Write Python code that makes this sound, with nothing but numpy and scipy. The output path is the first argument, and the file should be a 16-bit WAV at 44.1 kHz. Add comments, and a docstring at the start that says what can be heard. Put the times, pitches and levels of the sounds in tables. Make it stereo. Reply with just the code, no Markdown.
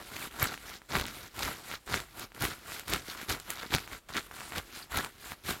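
"""Crinkles, snaps, a hiss and soft thuds: a hand squeezes a glossy puffer jacket about twice a second.
The coated outer cloth buckles in swarms of tiny creases and a few loud snaps. It hisses as it slides
over itself and squeaks where it sticks and slips, while the padding underneath gives way with dull bumps.
The jacket is very close and to the left, in a small room with hardly any echo."""
import sys
import numpy as np
from scipy import signal
from scipy.fft import rfft, irfft, next_fast_len
from scipy.io import wavfile
from scipy.ndimage import uniform_filter1d

SR = 44100
rng = np.random.default_rng(int(sys.argv[2]) if len(sys.argv) > 2 else 0)


def generate_wav(sig):
    """Save sig (samples, or channels by samples) to the path in sys.argv[1] as 16-bit PCM at SR."""
    pcm = np.round(np.clip(np.atleast_2d(sig).T, -1, 1) * 32767).astype(np.int16)
    wavfile.write(sys.argv[1], SR, pcm)


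N = 246959


def creases(crease_db, crisp_db, slide_db):
    """The cloth buckles in tiny clicks: dense when it mostly slides, sparser and louder when squeezed."""
    # tone of the crinkle: (frequency [Hz], level [dB])
    crease_colour = [(150, -35), (400, -13.5), (620, -7.5), (950, -2.5), (1420, 2.5), (1800, -1),
                     (2200, -1), (2750, -9), (3800, -4), (5200, -9), (7300, -11.5), (8500, -31.5),
                     (12000, -20.5), (16000, -29)]
    glide_db = np.clip(slide_db - crease_db + 8.5, -4, 10)
    per_s = 320 * from_db(.15 * (crease_db + 46) + glide_db + 3.3 * drift(130))
    crinkle = 0
    for hz in np.geomspace(500, 12000, num=10):
        swarm = clicks(per_s, spread_db=3.5, lag_ms=.09, pan_db=3)
        # tight, crisp cloth favours the small, high creases
        tilt_db = 1.07 * (crisp_db + 8) * np.clip(np.log2(hz / 2200), -1.2, 1.2)
        # the folds keep changing size, so each pitch comes and goes
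        wander_db = 1.83 * drift(49)
        crinkle += resonance(swarm, hz, q=2.7) / np.sqrt(hz) * from_db(tilt_db + wander_db)
    return from_db(crease_db) * evened(coloured(crinkle, crease_colour), window_s=0.0273)


def snaps(crease_db, flutter_s=0.0018, crack_s=0.0012):
    """Folds flip over: each one pops, its coating cracks, and the cloth around it flutters briefly."""
    # large folds: (time [s], pop level [dB], pitch [Hz], crack level [dB])
    large_folds = [(0.1607, -15, 3500, -45), (0.166, -13, 2180, -43), (0.3983, -21, 4000, -43),
                   (0.4418, -7, 2770, -23), (0.5418, -12.5, 2840, -52), (0.5766, -17, 2100, -53),
                   (0.818, -25, 1470, -66), (0.9532, 1, 1620, -43), (0.9668, -11, 2640, -37),
                   (0.9862, -9, 2610, -35), (0.9983, -4.5, 2940, -34), (1.012, -8.5, 2610, -29),
                   (1.0658, -14, 3840, -31), (1.0829, -12, 2650, -38), (1.3922, -7, 4000, -31),
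                   (1.4318, -5, 3070, -38), (1.7145, -11.5, 2090, -42), (1.7396, -14, 1420, -38),
                   (1.8766, -20.5, 1280, -48), (1.942, -0.5, 1750, -37), (2.0025, -10, 3260, -40),
                   (2.1959, -15, 4000, -28.5), (2.3196, -24.5, 1790, -67), (2.3476, -22, 2670, -49),
                   (2.4081, -17, 2540, -32), (2.4226, -19, 3760, -20.5), (2.452, -2, 2170, -29),
                   (2.7201, -15.5, 1505, -44), (2.7957, -17, 2240, -30), (2.8809, -15, 3330, -30),
                   (2.9359, 3.5, 3700, -25), (2.9612, -9, 2744, -38), (3.2144, -15, 2960, -43),
                   (3.2968, -18, 2900, -27), (3.3999, -13.5, 3600, -37), (3.504, -4.5, 3930, -23.5),
                   (3.6314, -14, 1807, -43), (3.749, 2, 2400, -22), (3.7836, -8, 2040, -41),
                   (3.8765, -17, 1800, -46), (4.0875, -21, 3900, -55), (4.0924, -20.5, 1320, -61),
                   (4.1677, -5, 1980, -40), (4.3125, -19.5, 1252, -60), (4.4068, -14.5, 2150, -49),
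                   (4.5218, -14.5, 1810, -42), (4.5824, -6.5, 2720, -37), (4.9199, -19, 1253, -35),
                   (4.9727, -4, 2390, -19.5), (5.0465, -6.5, 3080, -43), (5.3197, -10.5, 1680, -32)]
    out, t = np.zeros((2, N)), np.arange(SR // 16) / SR
    for s, db, hz, crack_db in large_folds + small_folds(crease_db):
        flutter_noise, crack_noise = rng.standard_normal((2, 2, len(t)))
        flutter = rms_one(resonance(flutter_noise, hz, q=0.26)) * np.exp(-t / flutter_s)
        crack = rms_one(resonance(crack_noise, hz=9500, q=0.97)) * np.exp(-t / crack_s)
        fold = from_db(db - 8) * (pop(hz, cycles=0.22) + from_db(-18) * flutter)
        add(out, s, rng.choice([-1, 1]) * (fold + from_db(crack_db + 0.5) * crack))
    return out


def small_folds(crease_db, most_per_s=20, busy_db=-45.5, middle_hz=2600, spread_octaves=0.3):
    """Small folds flip at random, more and louder under a harder hand. 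Rows match the large folds."""
    effort_db = crease_db - busy_db
    activity = np.minimum(from_db(effort_db), 1)
    at = np.flatnonzero(rng.random(N) < activity * most_per_s / SR)
    strength, pitch = np.clip(rng.standard_normal((2, N)), -2, 2)
    pop_db = -24 + 0.82 * effort_db[at] + 2 * strength[at]
    hz = middle_hz * 2 ** (spread_octaves * pitch[at])
    crack_db = pop_db - 23
    return list(zip(at / SR, pop_db, hz, crack_db))


def sliding(slide_db, sheen=0.3):
    """Cloth slides on cloth: countless slips blur into a hiss, and the folds ring in it by turns."""
    # tone of the hiss: (frequency [Hz], level [dB])
    slide_colour = [(400, -19), (1400, 0.5), (2800, 3.5), (4300, 1), (6200, -4), (7500, 1), (8500, -2.5),
                    (9600, 1), (10800, -3), (12200, 0.5), (13800, -2), (16000, -15)]
    slips = clicks(per_s=16000, spread_db=3.5, lag_ms=0.22, pan_db=0)
    rings = sum(drift(22) * resonance(slips, hz, q=3.8) for hz in (4550, 5540, 7600, 8900, 11150))
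    hiss = rms_one(coloured(slips + sheen * rings, slide_colour))
    return from_db(slide_db + 5 + drift(120)) * hiss


def padding(press_db, wander_db=4.5):
    """The filling shifts in dull bumps; pockets of different sizes take turns."""
    # tone of the filling: (frequency [Hz], level [dB])
    padding_colour = [(15, -23), (30, -8), (55, 1), (90, 0), (150, -2.5), (210, -4), (290, -3), (380, -2),
                      (500, -10.5), (800, -10.5), (2000, -16), (8000, -77)]
    bumps = clicks(per_s=700, spread_db=3, lag_ms=0.12, pan_db=0.5)
    pockets = sum(resonance(bumps, hz, q=0.86) * from_db(wander_db * drift(25))
                  for hz in (45, 110, 260, 620))
    return from_db(press_db) * evened(coloured(pockets, padding_colour), window_s=0.0375)


def thuds():
    """A padded pocket gives way with a puff of air, or a finger bumps the jacket."""
    # dull thumps of pockets giving way and fingers bumping the cloth: (time [s], level [dB], pitch [Hz])
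    thumps = [(0.272, -37.5, 274), (0.428, -22.5, 106), (0.952, -27, 125), (0.977, -31, 55),
              (1.009, -30, 69), (1.944, -31, 172), (2.42, -28, 129), (2.449, -32, 107.1),
              (2.937, -34.5, 140), (3.085, -35, 350), (3.23, -35.5, 238), (3.66, -35.5, 260),
              (3.734, -28, 218), (3.747, -25.5, 125), (3.75, -28, 225), (4.582, -34.5, 89.5),
              (4.972, -30, 80)]
    out = np.zeros(N)
    for s, db, hz in thumps:
        add(out, s, from_db(db) * pop(hz, cycles=0.31))
    return out


def ticks(ring_hz=12300, ring_s=0.00056, left_db=-6):
    """Very sharp contacts give a short, high ring, louder on the right."""
    # hard contacts: (time [s], level [dB])
    contacts = [(0.428, -9), (0.4412, -26), (3.504, -36)]
    out = np.zeros((2, N))
    tick = from_db([[left_db], [0]]) * pop(ring_hz, cycles=ring_hz * ring_s / 2)
    for s, db in contacts:
        add(out, s, from_db(db) * tick)
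    return out


def squeaks(jitter=0.08):
    """The coating sticks and slips evenly for a moment, making a rough, gliding chirp."""
    # squeaks: (time [s], length [s], level [dB], start pitch [Hz], end pitch [Hz])
    chirps = [(0.220, 0.012, -37.5, 1900, 2080), (0.247, 0.012, -38, 1450, 1300),
              (0.397, 0.0025, -27, 7200, 7300), (2.895, 0.013, -37, 11500, 10400),
              (4.815, 0.027, -40.5, 4700, 4470), (4.977, 0.037, -35.5, 1250, 2120)]
    out = np.zeros(N)
    for s, length, db, start_hz, end_hz in chirps:
        count = int(length * SR)
        hz = np.geomspace(start_hz, end_hz, count) * (1 + jitter * drift(560)[:count])
        tone = np.sqrt(2) * np.sin(2 * np.pi * np.cumsum(hz) / SR)
        add(out, s, from_db(db) * np.hanning(count) * tone)
    return out


def hand(settle_s=0.021, set_off_s=0.0046):
    """How the hand works the cloth over time: creasing, sliding, pressing and crispness, all in dB."""
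    # the fist closes: (tightest time [s], closing [s], build-up [dB], release [s],
    # creasing [dB], sliding [dB], pressing [dB], crispness [dB])
    squeezes = [(0.432, 0.033, 6, 0.099, -31, -39, -38, -4), (0.963, 0.066, 14, 0.12, -33, -43, -35.5, -3),
                (1.430, 0.084, 14, 0.17, -37, -42, -40, -6),
                (1.948, 0.073, 12, 0.097, -35.5, -43, -38, -5.5),
                (2.436, .032, 7.5, 0.091, -33.5, -38, -35, -7.5),
                (2.938, 0.057, 6.5, 0.071, -34.5, -40.5, -37, -4.5),
                (3.317, 0.02, -2, 0.076, -34, -42.5, -37, -3.5),
                (3.743, 0.042, 15.5, 0.045, -30.5, -41, -34, -6.5),
                (4.176, 0.054, 15.5, 0.043, -33.5, -46.5, -40, -4.5),
                (4.581, 0.062, 13.5, 0.031, -34.5, -45.5, -40.5, -7),
                (4.977, 0.062, 7, 0.1, -33.5, -42, -39, -7), (5.507, 0.057, 11.5, 0.073, -37, -38, -38, -5)]
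    # the hand shifts between squeezes: (time [s], length [s], swell [dB],
    # creasing [dB], sliding [dB], pressing [dB], crispness [dB])
    rubs = [(0.000, 0.029, -5, -46.5, -57.5, -52, -5), (0.063, 0.19, 0, -51, -53.5, -54.5, -8),
            (0.144, 0.16, 1, -44, -48.5, -49.5, -5.5), (0.315, 0.089, 3, -48.5, -53, -50.5, -8.5),
            (0.487, 0.057, 7, -44.5, -55.5, -50, -8.5), (0.631, 0.13, -0.5, -47, -52.5, -55, -6),
            (1.061, 0.22, -1.5, -49, -53, -52.5, -3.5), (1.464, .080, -4, -42, -48, -50, -6.5),
            (1.65, 0.099, 11.5, -45, -50.5, -55, -8), (2.169, 0.075, 0, -44.5, -50, -47, -7.5),
            (2.346, .055, -4, -51, -69, -53, -9.5), (2.486, 0.053, -5, -43.5, -50.5, -51, -2),
            (2.674, 0.14, -1, -46, -48, -53, -6), (3.077, 0.084, -4.5, -44.5, -48.5, -56, -9),
            (3.166, 0.073, 6, -44, -49.5, -55, -2), (3.487, 0.049, 1, -41.5, -46, -49.5, -5),
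            (3.561, 0.099, -1, -42.5, -56, -55, -5), (3.780, 0.075, -7, -51.5, -54.5, -54, -4.5),
            (3.900, 0.061, 4.5, -44, -53.5, -48, -5.5), (4.095, 0.015, -5, -45.5, -59, -51, -9),
            (4.215, .060, 0, -61, -60.5, -61, -5), (4.349, 0.17, -6, -47, -53.5, -54.5, -5.5),
            (4.74, 0.1, -7, -47.5, -52.5, -57.5, -4), (5.021, 0.051, 5.5, -44, -53, -53, -4),
            (5.212, 0.12, 7, -47, -50.5, -51, -6)]
    # the hand stops: (time [s], length [s], drop [dB])
    rests = [(0.295, 0.016, 10), (0.802, 0.088, 10), (1.295, .046, 5), (1.795, 0.069, 9.5),
             (2.055, 0.088, 3), (2.288, 0.058, 11.5), (4.006, 0.0836, 15), (4.289, 0.025, 3.5),
             (4.865, .034, 7.5), (5.117, .085, 3.5), (5.357, 0.081, 7)]
    # light touch between moves: (creasing [dB], sliding [dB], pressing [dB])
    touch_db = (-59.5, -59.5, -60)
    t = np.arange(0, N / SR, .001)
    moves = [(squeeze(t, s, closing, build, release), levels, crisp)
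             for s, closing, build, release, *levels, crisp in squeezes]
    moves += [(rub(t, s, length, swell), levels, crisp) for s, length, swell, *levels, crisp in rubs]
    power = np.array([from_db(np.add.outer(levels, shape)) ** 2 for shape, levels, _ in moves])
    # the move that creases most has the most say in the crispness
    crease_power = power[:, 0]
    crisp_db = np.dot([crisp for *_, crisp in moves], crease_power) / crease_power.sum(axis=0)
    rest_db = sum(np.interp(t, [s - settle_s, s, s + length - set_off_s, s + length], [0, drop, drop, 0])
                  for s, length, drop in rests)
    levels_db = 10 * np.log10(power.sum(axis=0) + from_db(touch_db)[:, None] ** 2) - rest_db
    return [np.interp(np.arange(N) / SR, t, curve) for curve in (*levels_db, crisp_db)]


def squeeze(t, peak_s, closing_s, build_db, release_s, tight_s=0.013, grip_db_per_s=910):
    """Level in dB as the fingers grab, tighten, hold and let go, falling 20 dB in each release time."""
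    early = np.maximum(peak_s - t, 0)
    late = np.maximum(t - peak_s - tight_s / 2, 0)
    slack = np.interp(early, [tight_s / 2, closing_s], [0, 1])
    return -build_db * slack - grip_db_per_s * np.maximum(early - closing_s, 0) - 20 * late / release_s


def rub(t, start_s, length_s, swell_db, arch_db=4.5, in_db_per_s=337, out_db_per_s=543):
    """Level in dB as the hand brushes the cloth: a low, leaning arch that fades fast at both ends."""
    along = np.clip(2 * (t - start_s) / length_s - 1, -1, 1)
    fade_in_db = in_db_per_s * np.maximum(start_s - t, 0)
    fade_out_db = out_db_per_s * np.maximum(t - start_s - length_s, 0)
    return swell_db * along / 2 - arch_db * along ** 2 - fade_in_db - fade_out_db


def room_echo(x, fade_s=0.1, band_hz=(350, 4500)):
    """The nearby walls send back a short, dull wash of sound, different on each side."""
    t = np.arange(SR // 3) / SR
    tail = rng.standard_normal((2, len(t))) * from_db(-60 * t / fade_s) * (t > .003)
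    tail /= np.sqrt(np.sum(tail ** 2) / 2)
    tail = signal.sosfilt(signal.butter(1, band_hz, "band", fs=SR, output="sos"), tail)
    return signal.fftconvolve(x.mean(axis=0)[None], tail, axes=1)[:, :N]


def from_the_left(left, right, lag_ms=.07):
    """The microphone's body boosts its left side and shades its right; the two paths differ a little."""
    # how much more openly the left side faces the jacket: (frequency [Hz], left over right [dB])
    left_lead = [(100, 2.5), (380, 1.5), (700, 4.5), (1290, 10.5), (2380, 11.5), (4400, 9.5), (7500, 7.5),
                 (10300, 5), (12200, -2), (14000, 4), (16000, -10)]
    left = np.pad(left, (round(lag_ms * SR / 1000), 0))[:N]
    return np.array([coloured(left, left_lead, amount=0.26), coloured(right, left_lead, amount=-0.7)])


def room_air(level_db=-62):
    """The still air of the room: a faint, low rush, partly the same on both sides."""
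    # tone of the air: (frequency [Hz], level [dB])
    room_colour = [(15, -10), (35, 1), (52, 7.5), (73, -12), (110, -10), (300, -11.5), (1500, -19),
                   (6000, -27.5), (16000, -31)]
    noise = rng.standard_normal(N) + 0.75 * rng.standard_normal((2, N))
    return from_db(level_db) * rms_one(coloured(noise, room_colour))


def pop(hz, cycles):
    """A patch of cloth flips and swings back: a quick pulse that is fullest after `cycles` swings."""
    turns = np.arange(SR // 16) / SR * hz
    age = turns / cycles
    return -age * np.exp(1 - age) * np.sin(2 * np.pi * turns + 0.51)


def clicks(per_s, spread_db, lag_ms, pan_db):
    """Random clicks of uneven size. Each comes from its own spot, so left and right can differ."""
    at = np.flatnonzero(rng.random(N) < per_s / SR)
    size = np.minimum(rng.exponential(1, N), 5)
    sign = rng.choice([-1, 1], N)
    place, side = rng.standard_normal((2, N))
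    height = sign[at] * from_db(spread_db * size[at])
    lag = np.round(lag_ms * SR / 1000 * (place[at] - .5)).astype(int)
    lean = from_db(pan_db * side[at] / 2)
    out = np.zeros((2, N))
    out[0, at] = height * lean
    out[1, np.clip(at + lag, 0, N - 1)] = height / lean
    return out


def resonance(x, hz, q):
    """Let through the sound near one pitch; a higher q rings longer."""
    angle = 2 * np.pi * min(hz, .45 * SR) / SR
    damp = np.sin(angle) / (2 * q)
    return signal.lfilter([damp, 0, -damp], [1 + damp, -2 * np.cos(angle), 1 - damp], x + 1e-18)


def coloured(x, curve, amount=1):
    """Shape the tone with a curve of (frequency [Hz], level [dB]), its levels multiplied by `amount`."""
    size = 2 * next_fast_len(N // 2 + SR // 4)
    hz, db = np.transpose(curve)
    bin_hz = np.maximum(np.arange(size // 2 + 1) * SR / size, 1)
    gain = from_db(amount * np.interp(np.log(bin_hz), np.log(hz), db))
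    # minimum phase: the filter rings only after a click, never before it
    cepstrum = irfft(np.log(gain))
    cepstrum[1:size // 2] *= 2
    cepstrum[size // 2 + 1:] = 0
    return irfft(rfft(x, size) * np.exp(rfft(cepstrum, size)))[..., :N]


def evened(x, window_s):
    """Keep the loudness steady without smoothing away the fine grain."""
    power = uniform_filter1d(np.mean(x, axis=0) ** 2, int(window_s * SR))
    return x / np.sqrt(np.abs(power) + np.mean(power) / 1000)


def drift(turns_per_s):
    """A random curve that wanders about 1 either side of zero."""
    knots = rng.standard_normal(4096)
    return np.interp(np.arange(N) / SR * turns_per_s, np.arange(len(knots)), knots) * np.sqrt(3 / 2)


def from_db(db):
    """Turn decibels into a gain."""
    return 10 ** (np.asarray(db) / 20)


def rms_one(x):
    """Scale a sound to an average power of 1."""
    return x / np.sqrt(np.mean(x ** 2) + 1e-20)


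def add(track, s, sound):
    """Mix a short sound into a track, starting at `s` seconds."""
    start = max(round(s * SR), 0)
    track[..., start:start + sound.shape[-1]] += sound[..., :N - start]


def scene():
    """The hand works the jacket, close and to the left, in the quiet room."""
    crease_db, slide_db, press_db, crisp_db = hand()
    fits_db = 1.45 * drift(45)   # the cloth gives way in fits and starts
    crisp_db += 2.5 * drift(25)   # the treble of the creases comes and goes
    cloth = creases(crease_db + fits_db, crisp_db, slide_db) + sliding(slide_db)
    cloth += padding(press_db + fits_db) + squeaks() + snaps(crease_db)
    left, right = cloth + from_db(-12.5) * room_echo(cloth)
    return from_the_left(left, right) + thuds() + ticks() + room_air()


def record(dry, cutoff_hz=16100):
    """Cut off the very highest treble steeply."""
    return signal.sosfilt(signal.ellip(10, .1, 80, cutoff_hz, fs=SR, output="sos"), dry)


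dry = scene()
out = record(dry)
generate_wav(out)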